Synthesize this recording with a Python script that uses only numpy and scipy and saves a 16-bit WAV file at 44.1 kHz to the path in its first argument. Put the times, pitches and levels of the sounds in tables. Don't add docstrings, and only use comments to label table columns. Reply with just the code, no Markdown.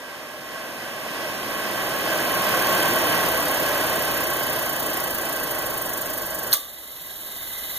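import sys
import numpy as np
from scipy import signal
from scipy.fft import rfft, irfft, next_fast_len
from scipy.io import wavfile
from scipy.ndimage import map_coordinates

SR = 44100
rng = np.random.default_rng(int(sys.argv[2]) if len(sys.argv) > 2 else 0)


def volts_from_decibels(level):
    exponent = np.asarray(level, float) / 20
    return 10 ** exponent


def int16_out(signal):
    q = np.round(np.clip(np.atleast_2d(signal).T, -1, 1) * 32767)
    wavfile.write(sys.argv[1], SR, q.astype(np.int16))


N = 343078
t = np.arange(N) / SR
SHUT_S = 6.53


def unit(x):
    return x / np.sqrt(np.mean(x ** 2) + 1e-20)


def along(points, hz):
    f, v = np.transpose(points)
    return np.interp(np.log(hz + 1), np.log(f + 1), v)


def wobble(rate):
    knots = rng.standard_normal(int(N * rate / SR) + 4)
    return map_coordinates(knots, [t * rate])


def modes(table, hz, sign=-1):
    total = 0
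    for k, (center, width, db) in enumerate(table):
        damping = 1j * hz * width
        total = total + sign ** k * volts_from_decibels(db) * damping / (center * center - hz * hz + damping)
    return total


def filtered(x, response):
    m = next_fast_len(N + SR // 4)
    return irfft(rfft(x, m) * response(np.fft.rfftfreq(m, 1 / SR)), m)[..., :N]


def rush(response):
    return unit(filtered(rng.standard_normal((2, N)), response))


def once_a_turn(turns, sharp):
    each_turn = volts_from_decibels(rng.normal(0, 1.0, int(turns[-1]) + 2))
    strength = each_turn[np.round(turns).astype(int)]
    angle = 2 * np.pi * (turns + .05 * wobble(25))
    return unit(strength * np.exp(sharp * (np.cos(angle) - 1)))


def workshop():
    # frequency in Hz, level in dB per Hz.
    rumble = [(15, -2), (35, 2.5), (90, -14), (200, -20), (500, -8.5)]
    mains_hz, level_db = 60.3, -44
    tone = volts_from_decibels(-5 + 2.5 * wobble(6)) * np.sin(2 * np.pi * mains_hz * t)
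    hum = tone * [[1], [1.1]]
    return volts_from_decibels(level_db + 2.5) * (rush(lambda hz: volts_from_decibels(along(rumble, hz))) + hum)


def fan(turns, octaves):
    # frequency in Hz, level in dB per Hz.
    turbulence = [(30, -55), (100, -7), (200, -5), (350, -1.43), (700, 1), (1300, -4), (2300, -5),
                  (3500, -9.5), (5000, -15.5), (8000, -17.5), (12000, -18), (15300, -28)]
    # width in Hz, level in dB.
    shell_hz = [332, 520, 612, 1093, 1568, 1652, 1930, 2610, 3055, 5080]
    shell_rows = [(65, -1), (32.8, -4.5), (70, 3), (45.4, 7.5), (46, 8.5), (26, 7), (63.5, 4.5), (209, 0.5),
                  (78, 6), (457, 5.5)]
    # multiple of the shaft rate, level under the fan in dB.
    orders = [
        (1, -33),
        (2.82, -26),
        (4.68, -19.5),
        (8.02, -23),
    ]
    # frequency in Hz, width in Hz, level in dB.
    board = [(50, 25, 0), (110, 50, 2), (215, 60, 2), (370, 150, 0)]
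    shell = [(hz, *row) for hz, row in zip(shell_hz, shell_rows)]

    def shell_response(hz):
        return volts_from_decibels(along(turbulence, hz) - 3) * np.hypot(1, 1.32 * abs(modes(shell, hz, sign=0.98)))

    air = rush(shell_response)
    dull = filtered(air, lambda hz: 1 / (1 + (hz / 1100) ** 4))
    air = dull + volts_from_decibels(2.2 * octaves) * (air - dull)
    shake = 0
    for multiple, db in orders:
        strength = volts_from_decibels(db + 1.5 * wobble(4))
        shake = shake + strength * np.sin(2 * np.pi * multiple * turns + 0.84 * wobble(6))
    shake = volts_from_decibels(7 * octaves) * filtered(shake, lambda hz: modes(board, hz))
    level_db = -25 + 14 * octaves
    return volts_from_decibels(level_db + 3.5) * (volts_from_decibels(0.56 * wobble(7)) * air + shake * [[1], [.3]])


def bearing(turns, speed, octaves):
    # frequency in Hz, level in dB per Hz.
    hiss_spectrum = [(2500, -77), (4500, 1), (6500, -6.5), (8200, -9), (10200, 0.5), (11500, 0.5),
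                     (13800, 2), (15400, -3.5)]
    # frequency in Hz, width in Hz, level in dB.
    race = [(7240, 1650, -8), (10230, 1070, -3), (12050, 1200, -5), (13630, 900, 2), (15550, 780, 1.5)]
    film_speed, film_width, film_db = 47, 1.2, -14
    muffling_db = film_db / (1 + np.exp((film_speed - speed) / film_width))
    hiss_db = -39 + 9.5 * octaves
    scrape_db = -34 + 2.5 * octaves + muffling_db
    hiss = rush(lambda hz: volts_from_decibels(along(hiss_spectrum, hz)))
    contact = once_a_turn(turns + .015, sharp=1.7) + .3 * once_a_turn(turns - .3, sharp=.8)
    scrape = contact * rush(lambda hz: modes(race, hz))
    return volts_from_decibels(hiss_db + 8.5) * hiss + volts_from_decibels(scrape_db + 2.4) * scrape


def snap_contacts():
    # start in seconds, level in dB, ring in Hz, ring level in dB, t60 in seconds.
    contacts = [
        (6.517, -34, 10900, -3, 0.13),
        (6.522, -26, 3900, 8, 0.018),
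        (6.5283, -11, 4300, 4, 0.023),
        (6.5318, -9, 11800, 4.5, 0.025),
        (6.5353, -19.5, 1100, 13.5, 0.059),
        (6.538, -5.5, 12500, -13, 0.034),
        (6.543, -15, 3520, -10, 0.49),
        (6.569, -21, 12800, 8, 0.034),
        (6.586, -24, 14000, 1, 0.035),
    ]
    snap, u = np.zeros((2, N)), t[:SR // 4]
    for start, db, hz, ring_db, t60 in contacts:
        crack = rng.standard_normal((2, len(u)))
        ring = unit(signal.lfilter(*signal.iirpeak(hz, 6.5, SR), crack))
        envelope = volts_from_decibels(db - 60 * u / t60) * (1 - np.exp(-u / .0004))
        snap[:, round(start * SR):][:, :len(u)] += envelope * (crack + volts_from_decibels(ring_db) * ring)
    spectrum = [(400, -36), (1500, -9.0), (4000, -2), (12000, 1.5)]  # Hz, dB
    return filtered(snap, lambda hz: volts_from_decibels(along(spectrum, hz)))


def ringing_plate():
    # frequency in Hz, level in dB, t60 in seconds.
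    plate_rings = [(1150, -24, 0.39), (1210, -27, 0.38), (3670, -26, 0.78), (3520, -28, .4)]
    after = np.maximum(t - SHUT_S - .004, 0)
    total = 0
    for hz, db, t60 in plate_rings:
        envelope = volts_from_decibels(db - 60 * after / t60 + 3 * wobble(60))
        total = total + envelope * np.sin(2 * np.pi * hz * after)
    return total


def switch(turns):
    # frequency in Hz, width in Hz, level in dB.
    plate = [(1180, 57, -16), (1633, 8.4, 4.5), (2032, 85, 3), (3270, 690, -6.5), (3710, 40, 5),
             (4000, 110, -2), (7120, 350, -9), (10300, 480, -2.5), (11460, 300, -1), (12300, 590, -2),
             (13700, 620, -2.5), (14800, 370, -4)]
    snap = snap_contacts() + ringing_plate()
    rub = rush(lambda hz: np.hypot(.2, abs(modes(plate, hz))))
    rub = rub * (1 + 0.17 * once_a_turn(turns + 0.03, sharp=0.79))
    drag_db = -36
    return snap + (t > 6.54) * volts_from_decibels(drag_db + 10) * rub


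def ports(pair):
    # frequency in Hz, coherence from 0 to 1.
    alike = [(40, .05), (70, .4), (130, .75), (300, .65), (430, .6), (600, .88), (1100, .97), (1500, .9),
             (2200, .62), (4000, .72), (8000, .76), (9000, .72), (10500, .9), (14000, .96)]
    # frequency in Hz, left minus right in dB.
    left_minus_right = [(60, -13), (130, -2.5), (290, -2), (640, -1.5), (1410, 0.0), (3100, -3), (6820, -3),
                        (15000, -2.5)]
    # frequency in Hz, lag in half cycles.
    half_cycles = [(1420, 0), (2420, 1), (5170, 3), (6400, 4), (7830, 5), (9080, 6), (16500, 12)]

    def mixing(hz):
        angle = np.arccos(np.clip(along(alike, hz), 0, 1)) / 2
        return np.array([np.cos(angle), np.sin(angle)])

    def level_and_phase(hz):
        lag = np.pi * np.interp(hz, *np.transpose(half_cycles))
        side = (np.log(volts_from_decibels(along(left_minus_right, hz))) - 1j * lag) / 2
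        return np.exp([side, -side])

    shared, apart = filtered(pair, mixing)
    return filtered(np.array([shared + apart, shared - apart]), level_and_phase)


def scene():
    # time in seconds, shaft speed in turns per second.
    coasting = [(0.0, 55.06), (1.0, 48.4), (2.0, 42.48), (3.0, 37.18), (4.0, 32.61), (5.0, 28.51),
                (6.0, 24.83), (6.53, 23.25), (7.1, 20.38), (7.78, 16.36)]
    speed = np.interp(t, *np.transpose(coasting))
    turns = .37 + np.cumsum(speed) / SR
    octaves = np.log2(speed / 37)
    metal = (bearing(turns, speed, octaves) + switch(turns)) * [[1], [.7]]
    return ports(fan(turns, octaves) + metal + workshop())


def gain_db():
    start_db, climb_db_per_s = -24.5, 9
    duck_db, duck_s, hold_s = -14.5, 0.029, 0.23
    since = np.maximum(t - SHUT_S, 0)
    duck = duck_db * (1 - np.exp(-since / duck_s)) + climb_db_per_s * np.maximum(since - hold_s, 0)
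    return np.minimum(start_db + climb_db_per_s * t, 0) + np.minimum(duck, 0)


def joint_stereo(x):
    # frequency in Hz, weaker under stronger in dB when dull, the same when bright.
    limits = [(900, -30, -30), (1250, -15, -17), (2400, -24, 2), (2900, -14, -6), (3800, -5, -3),
              (5200, -6.5, -3), (7800, -3.5, -7), (9000, -11.5, -11.5)]
    band_edges = [*range(0, 96, 8),
                  96, 108, 120, 132, 144, 160, 176, 196, 216, 240, 264, 292, 320, 352, *range(384, 1025, 8)]
    lead = 116
    pair = np.pad([x[0] + x[1], x[0] - x[1]], ((0, 0), (lead, 0)))
    frame = dict(window="cosine", nperseg=2048, noverlap=1024)
    hz, _, z = signal.stft(pair, SR, **frame)
    power = abs(z) ** 2
    treble = power[:, hz > 8000].sum((0, 1))
    treble_db = 10 * np.log10(treble / power.sum((0, 1)) + 1e-9)
    bright = np.clip((treble_db + 14) / 11, 0, 1)
    f, dull_db, bright_db = np.transpose(limits)
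    limit_db = np.outer(np.interp(hz, f, dull_db), 1 - bright)
    limit_db = limit_db + np.outer(np.interp(hz, f, bright_db), bright)
    which = np.searchsorted(band_edges, np.arange(len(hz)), "right") - 1
    band = np.add.reduceat(power, band_edges, axis=1)[:, which]
    loud_db = 10 * np.log10(treble + 1e-12)
    loud_db = loud_db - np.median(loud_db)
    limit_db = limit_db + np.outer(np.clip(hz / 7000 - .6, 0, .5), loud_db)
    limit_db = limit_db + rng.normal(0, 1.3, (len(band_edges), len(bright)))[which]
    keep = (band > band[::-1] * volts_from_decibels(limit_db) ** 2) | (loud_db > 14)
    total, difference = signal.istft(z * keep, SR, **frame)[1][:, lead:][:, :N]
    return np.array([total + difference, total - difference]) / 2


def band_limit(x):
    return signal.sosfilt(signal.butter(12, 15960, fs=SR, output="sos"), x)


def record(dry):
    top_hz = 15480
    heard = filtered(volts_from_decibels(gain_db()) * dry, lambda hz: hz < top_hz)
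    return band_limit(joint_stereo(np.clip(heard, -1, 1)))


dry = scene()
out = record(dry)
int16_out(out)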